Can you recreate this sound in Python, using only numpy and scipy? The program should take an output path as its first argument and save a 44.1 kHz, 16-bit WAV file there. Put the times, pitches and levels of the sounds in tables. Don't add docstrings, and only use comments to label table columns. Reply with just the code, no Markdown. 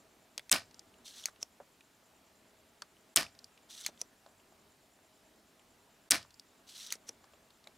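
import sys
import numpy as np
from scipy import signal
from scipy.io import wavfile
from scipy.ndimage import uniform_filter1d

SR = 44100
rng = np.random.default_rng(int(sys.argv[2]) if len(sys.argv) > 2 else 0)


def store_pcm(level_fs):
    pcm = np.round(np.clip(level_fs, -1, 1) * 32767).astype(np.int16)
    wavfile.write(sys.argv[1], SR, np.atleast_2d(pcm).T)


def volts(x):
    e = np.asarray(x, float) / 20
    return 10 ** e


N = 342657


def evened(x):
    return x / np.sqrt(np.mean(x ** 2) + 1e-20)


def read(points, hz):
    f, value = np.transpose(points)
    return np.interp(np.log(hz + 1), np.log(f + 1), value)


def bumps_db(peaks, hz):
    return sum(db / (1 + (2 * (hz - f) / width) ** 2) for f, width, db in peaks)


def add(mix, s, sound):
    part = mix[..., round(s * SR):][..., :sound.shape[-1]]
    part += sound[..., :part.shape[-1]]


def resonate(x, hz, width):
    r = np.exp(-np.pi * width / SR)
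    return signal.lfilter([1 - r, 0, r - 1], [1, -2 * r * np.cos(2 * np.pi * hz / SR), r * r], x)


def band(x, lo_hz, hi_hz):
    sos = signal.butter(2, [lo_hz, min(hi_hz, SR / 2.1)], "band", fs=SR, output="sos")
    return signal.sosfilt(sos, x)


def noise(length, shape_db, side, size=512):
    hz = np.fft.rfftfreq(size, 1 / SR)[:, None]
    t = np.arange(length * 4 // size + 5) * size / 4 / SR
    a, b, c, d = rng.standard_normal((len(t), len(hz), 4)).T
    mid = a + 1j * b
    apart = (c + 1j * d) * volts(read(side, hz))
    z = np.array([mid + apart, mid - apart]) * volts(shape_db(hz, t))
    return signal.istft(z, nperseg=size, noverlap=size * 3 // 4)[1][:, :length]


# (frequency [Hz], level per Hz [dB])
HUM = [(12, -45), (20, -19.5), (58, -3.5), (165, -5.5), (244, -1.5), (440, -6.5), (652, -5.5), (794, -6),
       (1080, -8), (2120, -12), (5830, -16.5), (7300, -17.5), (8890, -19), (15200, -23.5), (16500, -39.5)]
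# (frequency [Hz], width [Hz], lift [dB])
HUM_PEAKS = [(222, 90, 2.5), (410, 39.8, 4.5), (640, 17, 9.5)]
# (frequency [Hz], side against mid [dB])
HUM_SIDE = [(60, -27), (180, -18.5), (550, -10), (1650, -6.5), (4970, -12), (15000, -25.5)]


def hum():
    level_db, swell_db, swell_s = -66, 1.2, .25

    def shape_db(hz, t):
        patches = uniform_filter1d(rng.standard_normal((len(t), len(hz))), 10, 0)
        patches = evened(uniform_filter1d(patches, 10, 1)).T
        drift = evened(uniform_filter1d(rng.standard_normal(len(t)), max(round(swell_s / t[1]), 1)))
        swell = swell_db * drift / (1 + (hz / 1500) ** 2)
        return read(HUM, hz) + bumps_db(HUM_PEAKS, hz) + patches + swell

    return volts(level_db) * evened(noise(N, shape_db, HUM_SIDE, size=2048))


# (time [s], chirps so far [count])
CHIRPS = [(.008, 0), (1.528, 14), (2.164, 20), (3.011, 28), (3.647, 34), (4.83, 45), (5.928, 55),
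          (6.598, 61), (7.45, 69), (7.77, 72)]


def cricket(hz=7260, db=-75):
    s, count = np.transpose(CHIRPS)
    turn = (np.interp(np.arange(N) / SR, s, count) + .5) % 1 - .5
    wings = (.25 + np.cos(np.pi * 6 * turn) ** 2) * np.exp(-(turn / .25) ** 4)
    fuzz = resonate(resonate(rng.standard_normal(N), hz, 500), hz, 500)
    return volts(db) * wings * evened(fuzz)


# (frequency [Hz], t60 [s])
ROOM_T60 = [(200, .2), (1000, .15), (4000, .12), (12000, .08)]
# (frequency [Hz], side against mid [dB])
HIT_SIDE = [(60, -30), (180, -20.5), (550, -16.5), (1650, -10.5), (4970, -13), (15000, -35)]


def room(x):
    tail = noise(SR // 2, lambda hz, t: -60 * t / read(ROOM_T60, hz), HIT_SIDE, size=256)
    tail *= np.clip(np.arange(SR // 2) / SR / .004 - .5, 0, 1)
    return signal.fftconvolve(x[None], tail / np.linalg.norm(tail[0]), axes=1)[:, :N]


def thud(db, hz, t60):
    t = np.arange(6000) / SR
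    blows = 0.062 * rng.standard_normal(len(t)) * volts(-60 * t / max(t60, .005))
    blows[0] = -1
    board = resonate(blows, hz, .6 * hz) + 0.27 * resonate(blows, 597, 140)
    board += 0.43 * min(600 / hz, 1) ** 2 * resonate(blows, 260, 54)
    board = band(band(board, 80, 1900), 80, 1900)
    return volts(db) * board / abs(board).max()


# (time [s], peak level [dB], ring
# [Hz], t60 [s])
THUDS = [(0.377, -46, 654, 0.062), (0.394, -50, 660, 0.03), (1.253, -51.5, 598, 0.035),
         (1.283, -39, 1370, 0.038), (1.427, -43.5, 406, 0.026), (1.6, -42.5, 616, 0.1),
         (2.025, -62.5, 509, 0.05), (2.454, -61, 659, 0.055), (2.758, -61.5, 696, 0.036),
         (2.82, -36.5, 1300, 0.05), (3.861, -50.5, 570, 0.055), (3.887, -44.5, 413, 0.05),
         (4.014, -47, 467, 0.07), (4.261, -46.5, 630, 0.096), (4.522, -56.5, 680, 0.042),
         (4.988, -56.5, 1060, 0.05), (6.248, -50, 996, 0.068), (6.919, -40, 1400, 0.038),
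         (6.953, -51.5, 412, 0.042), (7.093, -45.5, 410, 0.059), (7.24, -51, 990, 0.043),
         (7.334, -53, 660, 0.064), (7.669, -47.5, 630, 0.11)]


def thuds():
    out = np.zeros(N)
    for s, db, hz, t60 in THUDS:
        add(out, s + .0016, thud(db + 1, hz, t60))
    return out


def click(db, hz, t60, knock_db, tick_db, cap_db=-40, scatter=0.25, spread=.22,
          rebound=0, rebound_s=.00061, cap_hz=4300):
    t = np.arange(2600) / SR
    blows = scatter * rng.standard_normal(len(t)) * volts(-60 * t / max(t60, .002))
    blows[0] = -1
    blows[round(rebound_s * SR)] -= rebound
    ring = resonate(resonate(blows, hz, spread * hz), hz, 1.8 * hz)
    ring = ring + .06 * band(blows, 2500, 8500)
    knock = resonate(blows, 2250, 700) + .8 * resonate(blows, 2400, 700)
    knock += 0.88 * resonate(blows, 3300, 800)
    tick = band(blows, 9000, 15000)
    cap = resonate(blows, cap_hz, .18 * cap_hz)
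    out = np.zeros(len(t))
    for k, (part, part_db) in enumerate(((ring, 0), (knock, knock_db), (tick, tick_db), (cap, cap_db))):
        out += volts(db + part_db) * np.roll(part, 5 * k) / abs(part).max()
    return out


# (time [s], peak level [dB], ring [Hz], barrel knock [dB])
TAPS = [(0.4945, -38, 5200, -1.5), (0.5603, -27.5, 2400, -8.5), (0.7104, -54.5, 4850, -3.5),
        (0.7432, -47, 5010, -29), (0.793, -39, 4990, -38), (0.9406, -53.5, 2700, -9.5),
        (1.36, -56, 2800, -15), (1.807, -52, 2650, -17), (2.9668, -58, 2736, -10), (3.2644, -45, 2610, -13),
        (3.3495, -62, 5060, 3), (3.3892, -47.5, 4760, -21), (3.4425, -41, 4940, -41),
        (3.5752, -53.5, 2650, -16), (3.975, -53, 3300, -8), (4.2622, -56.5, 4120, -11),
        (4.3979, -58, 2660, -7), (4.858, -63, 3160, -6), (5.5942, -56, 2600, -3), (6.1504, -31, 2050, -15),
        (6.227, -49, 4000, -15), (6.3058, -55.5, 4320, -5), (6.3415, -51, 5100, -28),
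        (6.3959, -40, 4800, -37), (6.9533, -45, 5400, -19), (7.2419, -55.5, 4350, -16),
        (7.3339, -61, 2760, -14), (7.5038, -55, 3830, -14.5), (7.64, -57.5, 4080, -8),
        (7.672, -46, 4000, 3)]


def taps():
    out = np.zeros(N)
    for s, db, hz, knock_db in TAPS:
        add(out, s + .0008, click(db + 4, hz, .016 - .0005 * (db + 45), knock_db, tick_db=-27))
    return out


# (frequency [Hz], width [Hz])
RUB = [(3700, 1500), (5900, 1150)]


def slide(effort, travel):
    s, level = np.transpose(effort)
    share, *colours = np.transpose(travel)
    t = np.arange(s[0], s[-1] + .006, 1 / SR)
    db = np.interp(t, s, level)
    upper_db, hiss_db, body_db = (np.interp((t - s[0]) / (s[-1] - s[0]), share, c) for c in colours)
    chance = rng.standard_normal((len(t), 8)).T
    clumps = evened(uniform_filter1d(chance[4:] + .6 * chance[4], 120, axis=1))
    a, b, c, d = chance[:4] * volts(2.8 * clumps)
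    lower = band(resonate(a, *RUB[0]), 2700, 6000)
    upper = resonate(resonate(b, *RUB[1]), *RUB[1])
    hiss = band(resonate(c, 7500, 3500), 4900, 16000)
    body = band(band(d, 1100, 2800), 1100, 2800)
    parts = ((lower, 0), (upper, upper_db), (hiss, hiss_db), (body, body_db))
    rub = sum(volts(db + part_db) * evened(part) for part, part_db in parts)
    return s[0], rub * signal.windows.tukey(len(t), .04)


# (time [s], level [dB])
STROKES = [
    [(1.04, -80), (1.056, -54.5), (1.094, -55), (1.13, -60), (1.16, -56.5), (1.21, -57), (1.249, -60),
     (1.268, -54), (1.305, -74)],
    [(3.685, -80), (3.701, -54), (3.73, -56), (3.765, -53.5), (3.813, -52.5), (3.841, -57), (3.857, -52),
     (3.875, -52), (3.905, -73)],
    [(6.665, -70), (6.695, -54.5), (6.74, -61), (6.763, -51.5), (6.877, -54), (6.897, -58), (6.916, -52),
     (6.935, -54), (6.968, -72)],
]
# (share of the stroke [0-1], upper tone [dB], hiss [dB], body [dB])
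TRAVEL = [(0, -5, -3, -20), (.3, -7, -4, -14), (.7, -1, -3, -12), (.765, -3, -13, -12), (.9, 1.5, 0.5, 1.5),
          (1, -4, -2, -4)]
# (end time [s], level [dB])
RETURNS = [
    (1.421, -62),
    (4.009, -62),
    (7.085, -59),
]
# (share of the stroke [0-1], upper tone [dB], hiss [dB], body [dB])
RETURN_COLOUR = [(0, 8, -1, -8), (1, 4, 3, -4)]


def strokes():
    return_s, rise_db = .018, 14
    out = np.zeros(N)
    for effort in STROKES:
        add(out, *slide(effort, TRAVEL))
    for end, db in RETURNS:
        add(out, *slide([(end - return_s, db - rise_db), (end, db)], RETURN_COLOUR))
    return out


# (time [s], peak level [dB], ring [Hz])
PRESSES = [
    (.3787, -25, 5800),
    (.3948, -36, 2100),
]
BUTTON = dict(t60=.018, knock_db=-1.5, tick_db=-9, cap_db=-3, cap_hz=3300, spread=.3, rebound=.3)
TOUCHES = [
    (2.8207, -32.5, 4470),
]
NOZZLE = dict(t60=.018, knock_db=-3, tick_db=-28, cap_db=-5, spread=.17, rebound=.9)
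CATCHES = [
    (1.2392, -35, 3300),
    (3.8486, -33, 3000),
    (3.8668, -27, 4100),
    (6.9047, -33, 3100),
]
CATCH = dict(t60=.018, knock_db=-10, tick_db=-12, cap_db=-5, cap_hz=7500, spread=.25, rebound=.4)
LATCHES = [
    (1.2567, -20.5, 6300),
    (3.8633, -19, 6400),
    (6.9239, -21, 6430),
]
LATCH = dict(t60=.018, knock_db=-5, tick_db=-5, cap_db=-4, spread=.15, rebound=.9, rebound_s=.00047)
END_STOPS = [
    (1.4284, -23, 5700),
    (4.015, -22, 5800),
    (7.092, -28, 5750),
]
END_STOP = dict(t60=.014, knock_db=-11, tick_db=-26, cap_db=-9, cap_hz=8900, spread=.11, rebound=.05)


def pump_clicks():
    out = np.zeros(N)
    for part, rows in ((BUTTON, PRESSES), (NOZZLE, TOUCHES), (CATCH, CATCHES),
                       (LATCH, LATCHES), (END_STOP, END_STOPS)):
        for s, db, hz in rows:
            add(out, s, click(db, hz, scatter=.15, **part))
    return out


SHOTS = [
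    .5155,
    3.1605,
    6.1078,
]
STAGES = [
    0,
    .0019,
    .0053,
    .0117,
    .0149,
]
# (level [dB], held [s], bench thump [dB])
SHUDDERS = [
    (-30, 0.027, -63),
    (-31, 0.04, -64),
    (-30.5, 0.034, -60),
]
# (frequency [Hz], level per Hz [dB])
SHUDDER = [(29, -50.5), (50, -12.5), (218, -6.5), (483, -11.5), (646, -3), (1020, -4.5), (1150, -1.5),
           (1960, -5), (2380, -3), (3410, -5.5), (5020, -2.5), (6550, -11), (10900, -10), (16000, -22)]
# (frequency [Hz], t60 [s])
SHUDDER_T60 = [(60, 0.12), (200, 0.11), (700, 0.15), (2500, 0.15), (6000, .17), (14000, 0.1)]
# (frequency [Hz], width [Hz], lift [dB])
BARREL = [(257, 10, 12), (639, 62, 8.5), (1390, 150, 3), (1785, 150, 7), (2330, 50, 5), (5200, 500, 2)]


def shudders():
    out = np.zeros((2, N))
    t_out = np.arange(SR // 2) / SR
    for s, (db, held, thump_db) in zip(np.add(SHOTS, STAGES[3]), SHUDDERS):
        def shape_db(hz, t):
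            fall = .5 * t + 0.44 * np.maximum(t - held, 0)
            return read(SHUDDER, hz) + bumps_db(BARREL, hz) - 60 * fall / read(SHUDDER_T60, hz)

        tail = band(noise(SR // 2, shape_db, HIT_SIDE), 70, 20000)
        clumps = evened(uniform_filter1d(rng.standard_normal(SR // 2), 90))
        tail *= volts(2.0 * clumps)
        rise = 1 - np.exp(-t_out / 0.0059)
        add(out, s, volts(db) * rise * tail / np.sqrt(np.mean(tail[:, :1300] ** 2)))
        swing = t_out / .04 * np.exp(1 - t_out / .04)
        sway = band(resonate(rng.standard_normal(len(t_out)), 95, 50), 55, 260)
        add(out, s, volts(thump_db) * swing * evened(sway))
    return out


# (frequency [Hz], level [dB], t60 [s])
RINGS = [(239, -44, .15), (418, -48.5, .12), (632, -42, 0.15), (676, -45, 0.23), (1218, -43, 0.13),
         (1504, -38, 0.18), (1740, -38.5, 0.12), (1796.4, -38.5, .15), (1864, -43.5, 0.18),
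         (2180, -42.5, .12), (2340, -38.5, .15), (2666, -42, .12), (3980, -42, 0.13), (4780, -39, .1),
         (5240, -40, .1)]


def rings():
    out = np.zeros(N)
    t = np.arange(SR // 3) / SR
    for s in np.add(SHOTS, STAGES[3]):
        for hz, db, t60 in RINGS:
            level_luck, pitch_luck = rng.standard_normal(2)
            tone = np.sin(2 * np.pi * hz * (1 + .003 * pitch_luck) * t)
            add(out, s, volts(db + 2.0 * level_luck - 60 * t / t60) * tone)
    return out


# (frequency [Hz], level per Hz [dB])
RUSH = [(290, -48.5), (500, -11.5), (3700, -1.5), (4870, -19), (6140, -4.5), (7860, -3.5), (12100, -4.5),
        (16000, -18.5)]


def rushes():
    after_s, length_s, lead_s, level_db = .001, .0083, .006, -24.5
    out = np.zeros((2, N))
    t = np.arange(1300) / SR - lead_s
    burst = 1 / (1 + np.exp(-t / .0004)) / (1 + np.exp((t - length_s) / 0.00058))
    lead = volts(-25) * np.clip(1 + t / lead_s, 0, 1) * (t < length_s + .004)
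    for s in SHOTS:
        air = evened(noise(len(t), lambda hz, _: read(RUSH, hz), HIT_SIDE, size=128))
        add(out, s + after_s - lead_s, volts(level_db) * air * (burst + lead))
    return out


# (peak level [dB], ring [Hz], t60 [s], barrel knock [dB], bright tick [dB])
BLOWS = [
    (-5.5, 8000, .007, -20, -17),
    (-13, 5300, .005, -12, -12),
    (-17, 6300, .007, -18, -4),
    (-5, 4500, .007, -6, -18),
    (-16, 2900, .004, -6, -14),
]
SPREADS = [.13, .3, .25, .38, .3]
# (latch [dB], rebound [dB], spring slap [dB], slam [dB], echo [dB])
FORCES = [
    (0.5, -1, -6, .5, -2),
    (0.1, 0.1, 0.1, -1.5, 2.5),
    (-.5, 2, 4.5, .5, -1),
]


def shots():
    out = np.zeros(N)
    for s, forces in zip(SHOTS, FORCES):
        for delay, spread, force_db, (db, *row) in zip(STAGES, SPREADS, forces, BLOWS):
            add(out, s + delay, click(db + force_db, *row, scatter=.12, spread=spread))
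    return out


def scene():
    near = thuds() + taps() + strokes() + pump_clicks() + rings() + shots()
    apart = volts(-20.5) * np.roll(near, 40) * [[1], [-1]]
    background = hum() + cricket()
    return background + near + apart + volts(-25.5) * room(near) + shudders() + rushes()


def band_limit(x):
    return signal.sosfilt(signal.butter(12, 16830, fs=SR, output="sos"), x)


def record(dry):
    t = np.arange(N) / SR
    keep = np.ones(N)
    for shot in SHOTS:
        keep[(t > shot - .016) & (t < shot - .005)] = .02
    dull = signal.oaconvolve(dry, signal.firwin(101, 16000, fs=SR)[None], "same")
    return band_limit(dull * uniform_filter1d(keep, 60))


dry = scene()
out = record(dry)
store_pcm(out)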